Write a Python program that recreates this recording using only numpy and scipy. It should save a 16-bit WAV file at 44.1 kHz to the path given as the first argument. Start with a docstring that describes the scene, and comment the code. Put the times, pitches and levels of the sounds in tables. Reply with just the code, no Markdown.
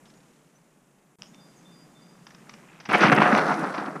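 """Bicycle in a garden

Heard from three places in turn: it coasts away, freewheel pawls ticking; it crackles closer over
distant gravel while a small bird sings; then it rushes right past on dirt and grass. Up close the
tyres crush grit into tiny ringing grains, thud over bumps, flick stones and shake the frame."""
import sys
import numpy as np
from scipy import signal
from scipy.fft import rfft, irfft
from scipy.io import wavfile

SR = 44100
rng = np.random.default_rng(int(sys.argv[2]) if len(sys.argv) > 2 else 0)


def digitize_waveform(pressure):
    """Quantize a signal to 16-bit integers and store it at the path in sys.argv[1].

    Rows of a 2-D input are taken as channels; values are limited to [-1, 1].
    """
    field = np.atleast_2d(pressure).T
    bounded = np.clip(field, -1, 1)
    quanta = np.round(bounded * 32767).astype(np.int16)
    wavfile.write(sys.argv[1], SR, quanta)


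N = 176400
T = np.arange(N) / SR
COAST_END_S, APPROACH_S, PASS_S = 1.158, 1.186, 2.889  # first place ends, second starts, third starts

# tone of the outdoor air at the first two places (frequency [Hz], gain [dB])
COAST_AIR_EQ = [(25, -21), (48, -12), (104, -43), (135, 0.5), (250, -4), (400, -9), (1000, -15),
                (2500, -22.5), (4500, -33.5), (6900, -24), (10500, -29.5), (15000, -45)]
APPROACH_AIR_EQ = [(25, -21.5), (102, -29.5), (132, -5.5), (165, 1.5), (260, -6), (450, -13), (1000, -17.5),
                   (4100, -32), (7000, -27), (10500, -34), (15000, -45)]
# its fader at each place (time [s], level [dB])
COAST_AIR_FADER = [(0, -56), (.35, -58.5), (.55, -60.5), (.9, -62), (1.16, -61.5)]
APPROACH_AIR_FADER = [(1.19, -54.5), (1.7, -54), (2.15, -55), (2.55, -52), (2.89, -56.5)]
# tone of the steady hiss (frequency [Hz], gain [dB])
HISS_EQ = [(4000, -25), (8000, 0), (14800, -1), (16000, -40)]

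# bird twitters (time [s], length [s], start pitch [Hz], end pitch [Hz], level [dB])
CHIRPS = [(0.074, 0.034, 5050, 5330, -63), (0.144, 0.05, 6800, 6900, -67),
          (0.546, 0.035, 5930, 6200, -63.5), (1.26, 0.039, 6420, 6850, -63), (1.56, 0.036, 6800, 6060, -61)]
# cues of the two-note song (time [s])
SONG_CUES = [1.332, 1.645, 1.948]
# its notes (delay [s], pitch [Hz], level [dB], decay [s])
SONG_NOTES = [(0, 3567, -61, .075), (0.067, 4850, -61, 0.11)]

# distant tyres drawing nearer (time [s], level [dB])
CRACKLE_FADER = [(1.19, -68.5), (2.1, -69), (2.45, -61), (2.89, -54.5)]
# gravel popping under them (time [s], level [dB], rise [s])
PEBBLE_POPS = [(0.053, -62, 0.0083), (1.221, -26, 0.00024), (1.23, -49, 0.0027), (1.346, -37, 0.00014),
               (2.267, -41, 0.0021), (2.305, -48, 0.0025), (2.3465, -45.5, 0.0017), (2.493, -39, 0.0023),
               (2.537, -42.5, 0.002), (2.8, -40, 0.0041), (2.852, -36, 0.0053)]
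# freewheel moving away (time [s], rate [ticks/s], level [dB])
FREEWHEEL_TICKS = [(.055, 20, -57.5), (.25, 39, -64), (.6, 34, -72), (1.15, 22, -76)]
# tone of the crackle, pops and ticks (frequency [Hz], gain [dB])
CRACKLE_EQ = [(200, -11), (1200, 1), (2500, -2.5), (4000, -17), (6000, -40), (7500, -36)]
POP_EQ = [(400, -8), (900, 4), (2700, 4), (4200, -5), (4900, 4.5), (5900, 5.5), (6900, -15.5), (15000, -41)]
PAWL_EQ = [(600, -6), (3000, -0.5), (6200, -2), (6900, -16), (15000, -39)]

# close tyres rolling (time [s], crunch [dB], rumble [dB], grit [dB])
ROLL_FADERS = [(2.889, -27, -22.5, -51), (2.91, -22, -35, -35.5), (2.99, -21.5, -29.5, -37),
               (3.04, -12, -18.5, -26.5), (3.108, -25, -18, -61), (3.22, -15, -22, -38),
               (3.39, -16, -29, -35), (3.45, -21.5, -24, -38.5), (3.51, -15, -24, -37),
               (3.57, -27.5, -27, -45), (3.645, -22, -26.5, -44.5), (3.725, -30, -39, -50.5),
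               (3.8, -28, -33.5, -46.5), (3.92, -34, -37.5, -56), (4, -40, -36.5, -58)]
# surges as a tyre bites the ground (time [s], length [s], crunch [dB], rumble [dB], grit [dB])
TYRE_BITES = [(2.932, 0.032, -11, -20.5, -31), (3.005, 0.017, -13.5, -13.5, -27),
              (3.024, 0.076, -14.5, -38, -29.5), (3.116, 0.024, -10, -21, -30),
              (3.16, 0.012, -17.5, -30, -29), (3.17, 0.019, -11, -18, -56),
              (3.216, 0.012, -9.5, -21.5, -27), (3.323, 0.014, -15, -17, -36),
              (3.346, 0.01, -25, -44, -28.5), (3.374, 0.026, -25, -31, -27.5),
              (3.738, 0.017, -26.5, -52, -39.5), (3.775, 0.019, -34.5, -32, -39.5),
              (3.875, 0.015, -24.5, -31.5, -52), (3.954, 0.018, -26, -27.5, -69)]
# spray of dust and grass (time [s], level [dB])
FIZZ_FADER = [(2.889, -60.5), (2.94, -53.5), (3.4, -55.5), (3.6, -57), (4, -67)]
# dry stalks and sand grains cracking (time [s], level [dB])
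STALK_SNAPS = [(2.9287, -40.5), (2.981, -42.5), (3.123, -41.5), (3.15, -41), (3.377, -44), (3.593, -48)]
# stones knocked aside (time [s], level [dB], pitch [Hz])
STONE_KNOCKS = [(3.0994, 1, 1650), (3.1217, -7, 800), (3.1898, -11, 980), (3.2066, -14, 2530),
                (3.2242, -10, 1670), (3.2455, -5.5, 1540), (3.3237, 0, 1119), (3.3284, -4, 1430),
                (3.351, -3.5, 1850), (3.3871, -3.5, 1310), (3.64, -13, 1030), (3.659, -35, 1210),
                (3.746, -21, 1380), (3.826, -15.5, 730), (3.844, -18, 1350)]
# a low thump as the scene changes to the close pass, then wheel thuds (time [s], level [dB], pitch [Hz])
LOW_THUMPS = [(2.883, -19.5, 111), (3.039, -9, 144), (3.119, -6, 147), (3.187, -11.5, 194),
              (3.326, -8, 227)]
# resonances of wheels and frame (frequency [Hz], bandwidth [Hz], gain [dB])
FRAME_MODES = [(316, 43, -8.5), (727, 25, 0), (1454, 40, -5)]
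# tone of each close layer (frequency [Hz], gain [dB])
FIZZ_EQ = [(2000, -16), (6500, -1), (9000, -1.5), (11000, -3.5), (11800, -13), (15000, -21)]
SNAP_EQ = [(2500, -6), (4500, -3), (10500, -0.5), (15000, -22)]
GRIT_EQ = [(500, -15), (2000, 6.5), (3000, -3.5), (4200, -3.5), (6200, -6.5), (6700, -21), (15000, -30)]
RUMBLE_EQ = [(25, -15), (95, -32), (128, -7), (200, 1.5), (320, 0), (430, -13), (700, -12.5), (4000, -76)]
CRUNCH_EQ = [(100, -39), (250, -10.5), (450, -1), (750, 0.5), (950, -1.5), (1300, 1.5), (2000, -3.5),
             (2700, -6.5), (3500, -19), (6000, -66), (15000, -76)]


def amp(db):
    """Decibels to gain."""
    return 10 ** (np.asarray(db) / 20)


def unit(x):
    """Scales to rms 1."""
    return x / np.sqrt(np.mean(x ** 2) + 1e-20)


def curve(rows, column=1):
    """One column of a table as an automation curve."""
    rows = np.array(rows)
    return np.interp(T, rows[:, 0], rows[:, column])


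def add(mix, start_s, sound):
    """Drops a sound into the mix at its cue."""
    part = mix[max(round(start_s * SR), 0):][:len(sound)]
    part += sound[:len(part)]


def eq(x, points):
    """Minimum-phase EQ of unit energy: the points set only the tone."""
    size = 8192
    hz, db = np.transpose(points)
    bins_hz = np.fft.rfftfreq(size, 1 / SR)
    log_gain = np.log(amp(np.interp(np.log(bins_hz + 1), np.log(hz + 1), db)))
    cepstrum = irfft(log_gain)
    cepstrum[1:size // 2] *= 2  # folded forward, so nothing rings ahead of a hit
    cepstrum[size // 2 + 1:] = 0
    taps = irfft(np.exp(rfft(cepstrum)))[:size // 2]
    return signal.oaconvolve(x, taps / np.linalg.norm(taps))[:N]


def lowpass(x, hz, order):
    """Smooth roll-off above hz."""
    return irfft(rfft(x) / np.sqrt(1 + (np.fft.rfftfreq(N, 1 / SR) / hz) ** (2 * order)), N)


def wander(rate_hz):
    """Smooth random modulation of rms 1."""
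    rolloff = 1 + (np.fft.rfftfreq(N, 1 / SR) / rate_hz) ** 4
    return unit(irfft(rfft(rng.standard_normal(N)) / rolloff, N))


def clicks(per_s, spread_db):
    """Random fractures as clicks of uneven size."""
    size = amp(spread_db * np.minimum(rng.exponential(1, N), 4))
    return unit(size * rng.choice([-1, 1], N) * (rng.random(N) < per_s / SR))


def grains(per_s, spread_db, clump_db, decay_cycles, sizes=14):
    """Grit of many sizes, each with its own short ring and its own clumps."""
    t, out = np.arange(SR // 20) / SR, np.zeros(N)
    for hz in np.geomspace(300, 7000, sizes):
        ring = np.exp(-t * hz / decay_cycles) * np.sin(2 * np.pi * hz * t)
        train = clicks(per_s / sizes, spread_db) * amp(clump_db * wander(76))
        out += signal.oaconvolve(train, ring * hz)[:N]
    return unit(out)


def swell(age):
    """Envelope that peaks at age 1 and dies away."""
    return age * np.exp(1 - age)


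def burst(rise_s):
    """A cluster of tiny fractures, as one puff of noise."""
    t = np.arange(SR // 10) / SR
    return swell(t / rise_s) * rng.standard_normal(len(t))


def reverb(x, t60_s):
    """Diffuse reflections from hedges and trees."""
    t = np.arange(SR // 2) / SR
    reflections = rng.standard_normal(len(t)) * (rng.random(len(t)) < .05)
    tail = reflections * np.exp(-np.log(1000) * t / t60_s) * (t > .008)
    return signal.oaconvolve(x, tail / np.linalg.norm(tail))[:N]


def air():
    """Outdoor bed: a murmur with fluttering lows that dips between the first two places, plus hiss."""
    first_db = np.where(T < COAST_END_S, curve(COAST_AIR_FADER), -84)
    first = eq(rng.standard_normal(N), COAST_AIR_EQ) * amp(first_db)
    second = eq(rng.standard_normal(N), APPROACH_AIR_EQ) * amp(curve(APPROACH_AIR_FADER))
    bed = first * (T < APPROACH_S) + second * (T > APPROACH_S)
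    flutter = lowpass(bed, hz=1510, order=2) * (amp(0.42 * wander(16)) - 1)
    hiss = amp(-82) * eq(rng.standard_normal(N), HISS_EQ)
    return bed + flutter + hiss


def birds():
    """Thin gliding twitters and a two-note song; at the second place they trail off among the trees."""
    out, waver = np.zeros(N), wander(270)
    for start_s, length_s, start_hz, end_hz, db in CHIRPS:
        progress = np.clip((T - start_s) / length_s, 0, 1)
        hz = (start_hz + (end_hz - start_hz) * progress) * (1 + .015 * waver)
        envelope = np.sqrt(abs(np.sin(np.pi * progress)))
        out += amp(db) * envelope * np.sin(2 * np.pi * np.cumsum(hz) / SR)
    attack_s = 0.0094
    for delay_s, hz, db, decay_s in SONG_NOTES:
        ages = [np.maximum(T - cue_s - delay_s, 0) for cue_s in SONG_CUES]
        envelope = sum(np.minimum(age / attack_s, 1) * np.exp(-age / decay_s) for age in ages)
        whistle = np.sin(2 * np.pi * np.cumsum(hz * (1 + 0.011 * waver)) / SR)
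        out += amp(db + 2.0 * wander(30)) * envelope * whistle
    return out + 0.78 * reverb(out * (T > APPROACH_S), t60_s=0.41)


def distant_tyres():
    """Faint gravel crackle that builds as the bicycle approaches."""
    crackle = grains(per_s=1600, spread_db=0.2, clump_db=3.5, decay_cycles=1.3)
    return unit(eq(crackle, CRACKLE_EQ)) * amp(curve(CRACKLE_FADER)) * (T > APPROACH_S) * (T < PASS_S)


def pebbles():
    """Pebbles pop out from under the tyres; short pops are thin, long ones duller."""
    out = np.zeros(N)
    for start_s, db, rise_s in PEBBLE_POPS:
        low_cut = signal.butter(2, min(.5 / rise_s, SR / 32), "high", fs=SR)
        high_cut = signal.butter(1, min(11 / rise_s, SR / 4), fs=SR)
        pop = signal.lfilter(*low_cut, burst(rise_s))
        add(out, start_s, amp(db) * signal.lfilter(*high_cut, pop))
    out = eq(out, POP_EQ)
    return out + amp(-10) * reverb(out, t60_s=0.31)


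def freewheel():
    """The pawls tick as the bicycle coasts away, each tick a fast-decaying flick of noise."""
    rate, decay_s = curve(FREEWHEEL_TICKS), 0.014
    teeth_passed = np.cumsum(rate * (T > FREEWHEEL_TICKS[0][0])) / SR
    age = teeth_passed % 1 / rate
    ticks = np.exp(-age / decay_s) * (teeth_passed > 0) * (T < COAST_END_S)
    fader = amp(curve(FREEWHEEL_TICKS, column=2) + wander(11))
    return eq(ticks * fader * rng.standard_normal(N), PAWL_EQ)


def fizz():
    """Dense dust and sparse sand make an airy top layer."""
    sand = amp(-7) * clicks(per_s=200, spread_db=2.2)
    dust = clicks(per_s=11000, spread_db=4.0)
    return eq(dust + sand, FIZZ_EQ) * amp(curve(FIZZ_FADER) + wander(58)) * (T > PASS_S)


def snaps():
    """Dry stalks and sand grains crack brightly through the spray."""
    out = np.zeros(N)
    for start_s, db in STALK_SNAPS:
        add(out, start_s, amp(db) * burst(rise_s=.0018))
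    return eq(out, SNAP_EQ)


def stones():
    """Each flicked stone gives one dead knock that swells for half a cycle up to its cue."""
    out, t = np.zeros(N), np.arange(SR // 50) / SR
    for peak_s, db, hz in STONE_KNOCKS:
        rise_s = .5 / hz
        add(out, peak_s - rise_s, amp(db) * swell(t / rise_s) * np.sin(2 * np.pi * hz * t))
    return out


def thumps(rise_s=0.0041):
    """A short low thump comes as the scene changes to the close pass; the later ones are wheels thudding on the
    soil."""
    out, t = np.zeros(N), np.arange(SR // 10) / SR
    for start_s, db, hz in LOW_THUMPS:
        add(out, start_s, amp(db) * swell(t / rise_s) * np.sin(2 * np.pi * hz * t))
    return out


def tyre_pressure(column):
    """Envelope of one close tyre layer: rolling plus the bites, summed in power."""
    power = amp(curve(ROLL_FADERS, column)) ** 2
    for start_s, length_s, *levels_db in TYRE_BITES:
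        progress = np.clip((T - start_s) / length_s, 0, 1)
        power += amp(levels_db[column - 1]) ** 2 * abs(np.sin(np.pi * progress ** 0.79))
    return np.sqrt(power) * (T > PASS_S)


def grit():
    """Fine grit breaks under the tread with a bright rasp."""
    rasp = grains(per_s=11000, spread_db=-2.0, clump_db=4, decay_cycles=0.62)
    return unit(eq(rasp, GRIT_EQ)) * tyre_pressure(column=3)


def rumble():
    """Small impacts under the rolling tyres blur into low-end weight."""
    return eq(clicks(per_s=2000, spread_db=0.5) * tyre_pressure(column=2), RUMBLE_EQ)


def crunch(dull_from_s=3.16, dull_over_s=0.19):
    """Crushed dirt fills the mids and loses its edge as the bicycle recedes."""
    dirt = grains(per_s=7000, spread_db=3.0, clump_db=2.0, decay_cycles=0.96)
    jolts = amp(1.3 * wander(103))  # uneven ground loads and unloads the tyre
    near = unit(eq(dirt, CRUNCH_EQ)) * tyre_pressure(column=1) * jolts
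    away = np.clip((T - dull_from_s) / dull_over_s, 0, 1)
    return (1 - away) * near + away * lowpass(near, hz=1630, order=4)


def close_pass():
    """The tyres crush and strike the ground, ringing the frame under a bright spray."""
    low_cut = signal.butter(8, 134, "high", fs=SR, output="sos")  # trims the deepest thumps
    body = signal.sosfilt(low_cut, crunch() + rumble() + stones() + thumps())
    frame = sum(amp(db) * signal.lfilter(*signal.iirpeak(hz, hz / width_hz, SR), body)
                for hz, width_hz, db in FRAME_MODES)
    tyres = amp(-4.5) * (body + amp(-5) * frame) + grit() + fizz() + snaps()
    return tyres + amp(-13) * reverb(tyres, t60_s=0.12)


def scene():
    """Air, birds and the bicycle, mixed in mono."""
    return (air() + distant_tyres() + birds() + freewheel() + pebbles() + close_pass())[None]


def record(dry):
    """Soft-clips the loudest peaks, then cuts the extreme top."""
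    ceiling, cutoff_hz = .85, 15300
    rounded = dry / (1 + (dry / ceiling) ** 4) ** (1 / 4)
    high_cut = signal.firwin(511, cutoff_hz, window=("kaiser", 9), fs=SR)
    return signal.oaconvolve(rounded, high_cut[None], "same")


dry = scene()
out = record(dry)
digitize_waveform(out)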